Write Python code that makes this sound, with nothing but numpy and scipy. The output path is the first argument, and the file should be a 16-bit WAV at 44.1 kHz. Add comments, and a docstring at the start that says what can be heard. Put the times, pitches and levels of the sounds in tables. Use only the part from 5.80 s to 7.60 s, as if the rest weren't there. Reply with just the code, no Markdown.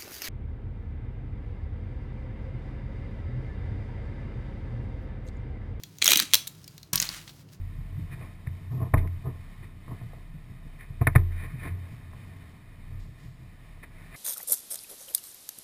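"""A ribbed plastic support strip is ripped out of a printed part, close to one microphone in a small office.
Fingers rub the part over a low ventilation rumble. At 0.2 s the strip's root jerks loose, then its thin
bridges crack one after another while the freed length flaps; the last lets go with a snap at 0.54 s.
At 1.13 s the strip lands on a wooden table, clatters and slides. Last, fingers turn the part over."""
import sys
import numpy as np
from scipy import signal
from scipy.fft import rfft, irfft
from scipy.io import wavfile

SR = 44100
rng = np.random.default_rng(int(sys.argv[2]) if len(sys.argv) > 2 else 0)


def master(y):
    """Save y as 16-bit WAV."""
    cut = np.clip(np.atleast_2d(y).T, -1, 1)
    pcm = np.round(cut * 32767)  # scale
    wavfile.write(sys.argv[1], SR, pcm.astype(np.int16))


N = 79380

# bridges breaking: (time [s], level [dB], ring [Hz], relative treble [dB])
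BRIDGE_CRACKS = [(.2441, -22, 9100, 7.5), (.2572, -18, 6500, -3.5), (.259, -15.5, 5400, -7.5),
                 (.2658, -16, 3730, -2.5), (.278, -8.5, 6700, -5), (.2888, -17.5, 3660, -2),
                 (.2982, -26, 4100, 3.5), (.3079, -19.5, 3640, 4), (.3149, -17, 4100, -15),
                 (.3186, -11.5, 2825, -1.5), (.3318, -26, 1410, 7), (.3341, -11, 4140, -6),
                 (.3456, -25, 3630, -12), (.3575, -15, 3240, -5), (.3598, -20, 3050, -3),
                 (.3728, -16.5, 6130, 2), (.3778, -25.5, 4370, 1.5), (.3825, -25.5, 3830, -11.5),
                 (.3932, -16.5, 4040, -11.5), (.3993, -14.5, 4650, -2), (.4012, -20, 1830, -10)]
# spectrum of breaking plastic, close up: (frequency [Hz], level [dB])
CRACK_SPECTRUM = [(200, -31), (800, -14), (1600, -5), (2500, -3), (4000, 3), (4900, -2.5), (6200, 0),
                  (8000, -22), (12000, -55.5)]
# fine crackle along the tear: (time [s], level [dB])
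TEAR_LEVELS = [(.21, -55), (.225, -29), (.26, -37.5), (.30, -23.5), (.35, -34.5), (.39, -30), (.425, -33.5),
               (.45, -45), (.49, -49.5), (.535, -48)]
# spectrum of that crackle: (frequency [Hz], level [dB])
TEAR_SPECTRUM = [(150, -30), (300, -5.5), (800, -27), (2000, -4), (3800, -1.5), (5000, -9), (6500, -4),
                 (10000, -10.5), (17000, -22.5)]
# modes of the printed part: (frequency [Hz], level [dB], t60 [s])
PART_MODES = [(2470, 2, 0.076), (2700, -12.5, 0.06), (3323, 2.5, 0.03), (4020, 1, 0.015),
              (4167, -2.5, 0.025), (6220, -1.5, .02), (6730, -2.5, 0.014)]
def tearing(part_db=-13):
    """Close to the microphone, bridges crack in a run with crackle between; the part rings along."""
    cracks = clicks(BRIDGE_CRACKS, CRACK_SPECTRUM, t60=0.0096, ring_t60=0.0084, ring_db=-3,
                    focus_db=9.5, treble_t60=0.01, spike_db=-17, treble_db=-0.5)
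    tear = cracks + grains(TEAR_LEVELS, TEAR_SPECTRUM, per_s=1500, spread_db=6, hiss_db=-2.5)
    part_ring = signal.fftconvolve(tear, ring(PART_MODES))[:N]
    return tear + undb(part_db) * np.std(tear) * unit(part_ring)


# the end of the strip tearing free: (time [s], level [dB], ring [Hz], relative treble [dB])
END_SNAPS = [(0.5357, -9, 3570, -3), (0.5424, -11, 3650, -5), (0.5439, -12, 4700, -0.5),
             (0.553, -15, 5300, -2.5)]
# hollow modes of the emptied groove: (frequency [Hz], level [dB re the snap], t60 [s])
GROOVE_MODES = [(675, -27.5, 0.015), (1049, -20, 0.022)]
def snapping():
    """The last of the strip lets go with a dry clack that knocks the emptied groove."""
    out = clicks(END_SNAPS, CRACK_SPECTRUM, t60=0.015, ring_t60=0.003, ring_db=-16.5,
                 focus_db=5.5, treble_t60=0.012, spike_db=-2.5, treble_db=0.5, focus_ratio=1.6)
    for start, db, _, _ in END_SNAPS:
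        add(out, start, undb(db) * ring(GROOVE_MODES))
    return out


# the strip's root giving way: (time [s], level [dB])
ROOT_JERKS = [(0.219, -22), (0.2205, -21.5), (.2240, -11.5)]
def prising(hand_t60=0.019, crack_t60=0.008, crack_db=-11, low_cut_hz=1700):
    """The first jerks ring the part, damped by the hand, each with a thin crack and little body."""
    out, t = np.zeros(N), np.arange(N) / SR
    for start, db in ROOT_JERKS:
        crack = colour(rng.standard_normal(N) * fade(t, crack_t60), TEAR_SPECTRUM)
        held_ring = ring(PART_MODES) * fade(t, hand_t60)
        add(out, start, undb(db) * (sized(held_ring) + undb(crack_db) * sized(crack)))
    low_cut = signal.butter(2, low_cut_hz, "highpass", fs=SR, output="sos")
    return signal.sosfilt(low_cut, out)


# twangs of the loose strip, falling in pitch, then rising slightly at the end:
# (time [s], pitch [Hz], level [dB], t60 [s])
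STRIP_FLAPS = [(0.2886, 602, -23.5, 0.023), (.308, 372, -35.5, .1), (0.3596, 270, -27.5, .04),
               (0.405, 225, -38.5, 0.073), (0.429, 269, -44, .07)]
def flapping(rise_t60=0.012, rasp_db=-6, rasp_width=0.41):
    """The loose length of strip gives a short rasping twang at each flap."""
    out, t = np.zeros(N), np.arange(SR // 5) / SR
    edge_ratio = 1 + rasp_width / 2
    for start, hz, db, t60 in STRIP_FLAPS:
        band = signal.butter(2, [hz / edge_ratio, hz * edge_ratio], "bandpass", fs=SR, output="sos")
        rasp = undb(rasp_db) * unit(signal.sosfilt(band, rng.standard_normal(len(t))))
        envelope = 2 * (fade(t, t60) - fade(t, rise_t60))
        add(out, start, undb(db) * envelope * (np.sin(2 * np.pi * hz * t) + rasp))
    return out


# ribs striking the table: (time [s], level [dB], ring [Hz], relative treble [dB])
RIB_STRIKES = [(1.1315, -24, 5720, -1), (1.1343, -24, 5800, 0), (1.157, -19, 5430, 2.5),
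               (1.177, -22.5, 4300, -20), (1.1803, -24.5, 5500, -22), (1.2008, -15.5, 6500, -11.5),
               (1.218, -29.5, 4240, 2.5), (1.2251, -20, 5160, -8), (1.2532, -36, 2900, -0.5),
               (1.2712, -34.5, 4100, -20), (1.2902, -23.5, 4500, -15)]
# spectrum of lightly struck plastic: (frequency [Hz], level [dB])
STRIKE_SPECTRUM = [(150, -37.5), (500, -18.5), (1100, -14.5), (2200, -4), (3200, -2.5), (5500, 1),
                   (7000, -1.5), (8500, -29.5), (12000, -24.5)]
# the falling strip knocking the table: (time [s], level [dB])
TABLE_THUMPS = [(1.1318, -37.5), (1.156, -43.5), (1.217, -47.5), (1.292, -49)]
# modes of the wooden table: (frequency [Hz], level [dB], t60 [s])
TABLE_MODES = [(43, -10.5, 1), (133.6, 1.5, 0.26), (155.8, -0.5, 0.31), (172.6, 3.5, 0.19),
               (247.6, -2, 0.081), (339.4, -5.5, 0.081), (573, 1, 0.026), (990, 0, 0.11), (1114, -1, 0.1)]
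# the strip sliding on the wood: (time [s], level [dB])
SKID_LEVELS = [(1.128, -66), (1.133, -30), (1.15, -36.5), (1.195, -45.5), (1.23, -36), (1.28, -44.5),
               (1.31, -42), (1.365, -42.5), (1.41, -50.5), (1.46, -65)]
# spectrum of that slide: (frequency [Hz], level [dB])
SKID_SPECTRUM = [(200, -5.5), (480, -13.5), (1100, -5), (1700, -0.5), (5000, -3), (9500, -8.5),
                 (17000, -17)]
def landing():
    """The strip thumps the office table, bounces on its ribs and skids to rest."""
    out = clicks(RIB_STRIKES, STRIKE_SPECTRUM, t60=0.016, ring_t60=0.0045, ring_db=0,
                 focus_db=6, treble_t60=0.014, spike_db=-27, treble_db=2)
    for start, db in TABLE_THUMPS:
        add(out, start, undb(db) * ring(TABLE_MODES))
    return out + grains(SKID_LEVELS, SKID_SPECTRUM, per_s=2200, spread_db=3.5, hiss_db=-5)


# ticks of handled plastic: (time [s], level [dB], ring [Hz], relative treble [dB])
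PLASTIC_TICKS = [(.0355, -33.5, 3370, -3), (.1845, -41, 6170, -2.5), (.672, -32.5, 3740, 0),
                 (.676, -34.5, 9170, 6.5), (.8425, -44, 5330, -4.5), (.878, -40, 4750, -0.5),
                 (.9795, -42, 4250, -4.5), (.999, -59, 4320, -3), (1.030, -41, 4110, -5.5)]
# fingertips scuffing the ridges as they take a new grip: (time [s], level [dB])
GRIP_SCUFFS = [(1.477, -40), (1.493, -42.5), (1.688, -55)]
# spectrum of a scuff: (frequency [Hz], level [dB])
SCUFF_SPECTRUM = [(400, -16), (1500, -2), (4000, 6), (6000, -1.5), (11000, -21)]
# fingers rubbing on the part: (time [s], level [dB])
RUB_LEVELS = [(0, -63.5), (.14, -62), (.2, -59.5), (.6, -58), (.95, -61.5), (1.08, -66.5), (1.11, -74),
              (1.5, -53.5), (1.54, -61), (1.61, -59), (1.65, -73.5), (1.71, -67), (1.735, -53), (1.78, -78)]
# spectrum of that rubbing: (frequency [Hz], level [dB])
RUB_SPECTRUM = [(300, -3), (1000, -3), (2500, -1.5), (5000, 1.5), (8000, -4.5), (13000, -5), (18000, -8.5)]
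def handling(scuff_t60=0.043):
    """Faint even at close range, fingers rub and scuff over the printed ridges and loose bits tick."""
    out = clicks(PLASTIC_TICKS, STRIKE_SPECTRUM, t60=0.019, ring_t60=0.039, ring_db=-6,
                 focus_db=9, treble_t60=0.015, spike_db=-40, treble_db=-0.5)
    t = np.arange(SR // 10) / SR
    for start, db in GRIP_SCUFFS:
        friction = unit(colour(rng.standard_normal(len(t)), SCUFF_SPECTRUM))
        add(out, start, undb(db) * fade(t, scuff_t60) * friction)
    return out + grains(RUB_LEVELS, RUB_SPECTRUM, per_s=2100, spread_db=3.5, hiss_db=-1.5)


# decay of the office: (frequency [Hz], t60 [s])
OFFICE_DECAY = [(200, 0.13), (800, 0.57), (2000, 0.3), (5000, 0.27), (10000, 0.26), (16000, 0.19)]
def office_reflections(x, level_db=-15, delay_s=0.0044, build_s=0.0041, tilt_db_per_octave=0.5):
    """Diffuse reflections reach the microphone just behind the direct sound; the mids last longest."""
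    t = np.arange(SR * 3 // 5) / SR
    hz = np.fft.rfftfreq(len(t), 1 / SR)
    noise = rfft(rng.standard_normal(len(t)))
    tail = np.zeros(len(t))
    edges_hz = np.geomspace(30, SR / 2, 13)
    for lo, hi in zip(edges_hz, edges_hz[1:]):
        mid_hz = np.sqrt(lo * hi)
        band = irfft(noise * (hz >= lo) * (hz < hi), len(t))
        lift = undb(tilt_db_per_octave * np.log2(max(mid_hz / 3000, 1)))  # above 3 kHz only
        tail += band * fade(t, at_hz(OFFICE_DECAY, mid_hz)) * lift
    tail *= np.clip((t - delay_s) / build_s, 0, 1)
    return undb(level_db) * signal.fftconvolve(x, tail / np.linalg.norm(tail))[:N]


# room tone at the microphone: (frequency [Hz], level [dB])
RUMBLE_SPECTRUM = [(25, -24), (45, -17), (62, -4), (80, -16), (100, 5.5), (116, -9), (140, 1.5), (175, -1),
                   (215, -13), (300, -11.5), (500, -23), (1000, -27), (3000, -35.5), (16000, -48)]
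def ventilation(level_db=-52.5):
    """Behind everything, steady ventilation noise rumbles in the office's low resonances."""
    rumble = colour(rng.standard_normal(2 * N), RUMBLE_SPECTRUM, size=16384)
    return undb(level_db) * unit(rumble[N:])  # once the filter has settled


# bright edge of every plastic click: (frequency [Hz], level [dB])
EDGE_SPECTRUM = [(4000, -27), (6500, 1), (8300, 2), (9600, 2.5), (10600, -2.5), (12000, 3), (15000, 1),
                 (17000, -6), (18500, -5.5)]
def clicks(rows, spectrum, t60, ring_t60, ring_db, focus_db, treble_t60, spike_db, treble_db,
           spike_t60=0.00033, focus_ratio=1.21, rise_t60=0.0025):
    """Each click is a spike and a noise burst, centred on a damped ring of plastic, with a bright edge."""
    out, t = np.zeros(N), np.arange(SR // 25) / SR
    spike = sized(signal.unit_impulse(len(t)))
    for start, db, hz, bright_db in rows:
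        body_noise, edge_noise = rng.standard_normal((2, len(t)))
        push = sized(body_noise * fade(t, t60)) + undb(spike_db) * spike
        focus = [(hz / focus_ratio, 0), (hz, focus_db), (hz * focus_ratio, 0)]  # a peak at the ring
        burst = sized(colour(colour(push, spectrum), focus))
        tone = sized(np.sin(2 * np.pi * hz * t) * fade(t, ring_t60) * (1 - fade(t, rise_t60)))
        body = sized(burst + undb(ring_db) * tone)
        edge_envelope = fade(t, treble_t60) + 2 * fade(t, spike_t60)
        edge = sized(colour(edge_noise * edge_envelope, EDGE_SPECTRUM))
        add(out, start, undb(db) * (body + undb(bright_db + treble_db) * edge))
    return out


def grains(levels, spectrum, per_s, spread_db, hiss_db):
    """Dense tiny slips of uneven size over a little hiss, following a level curve."""
    slips = (rng.random(N) < per_s / SR) * rng.choice([-1, 1], N)
    sizes = undb(spread_db * np.minimum(rng.exponential(size=N), 4))
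    hiss = undb(hiss_db) * rng.standard_normal(N)
    return contour(levels) * unit(colour(unit(slips * sizes) + hiss, spectrum))


def ring(modes):
    """Impulse response of modes given as (frequency [Hz], level [dB], t60 [s])."""
    t = np.arange(N) / SR
    return sum(undb(db) * fade(t, t60) * np.sin(2 * np.pi * hz * t) for hz, db, t60 in modes)


def colour(x, spectrum, size=1024):
    """Causal filter with the response (frequency [Hz], level [dB])."""
    gains = undb(at_hz(spectrum, np.fft.rfftfreq(size, 1 / SR)))
    cepstrum = irfft(np.log(gains))
    cepstrum[1:size // 2] *= 2  # fold onto positive time for minimum phase
    cepstrum[size // 2 + 1:] = 0
    impulse_response = irfft(np.exp(rfft(cepstrum)))
    return signal.fftconvolve(x, impulse_response)[:len(x)]


def at_hz(points, hz):
    """Read (frequency [Hz], value) points on a log-frequency axis."""
    frequencies, values = np.array(points, float).T
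    return np.interp(np.log(np.maximum(hz, 1)), np.log(frequencies), values)


def contour(points):
    """Gain over time from (time [s], level [dB]) points, silent outside them."""
    times, levels = np.array(points, float).T
    return undb(np.interp(np.arange(N) / SR, times, levels, left=-np.inf, right=-np.inf))


def fade(t, t60):
    """Exponential decay, 60 dB down after t60."""
    return np.exp(-np.log(1000) * t / t60)


def undb(db):
    """Decibels to gain."""
    return 10 ** (np.asarray(db) / 20)


def unit(x):
    """Scale to rms 1."""
    return x / np.sqrt(np.mean(x ** 2) + 1e-30)


def sized(x):
    """Scale a click to the energy of 2 ms at rms 1."""
    return np.sqrt(.002 * SR) * x / np.linalg.norm(x)


def add(out, start, x):
    """Mix x into out from the start time on."""
    i = max(int(start * SR), 0)
    out[i:i + len(x)] += x[:N - i]


def scene():
    """One microphone: the plastic close up, the office and its ventilation behind."""
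    near = prising() + tearing() + snapping() + flapping() + landing() + handling()
    return (near + office_reflections(near) + ventilation())[None]


def record(dry, bottom_hz=35, top_hz=18200):
    """The recorder drops the deepest bass, clips any peak over full scale and cuts the top."""
    low_cut = signal.butter(6, bottom_hz, "highpass", fs=SR, output="sos")
    high_cut = signal.ellip(8, .2, 90, top_hz, fs=SR, output="sos")
    clipped = np.clip(signal.sosfilt(low_cut, dry), -1, 1)
    return signal.sosfilt(high_cut, clipped)


dry = scene()
out = record(dry)
master(out)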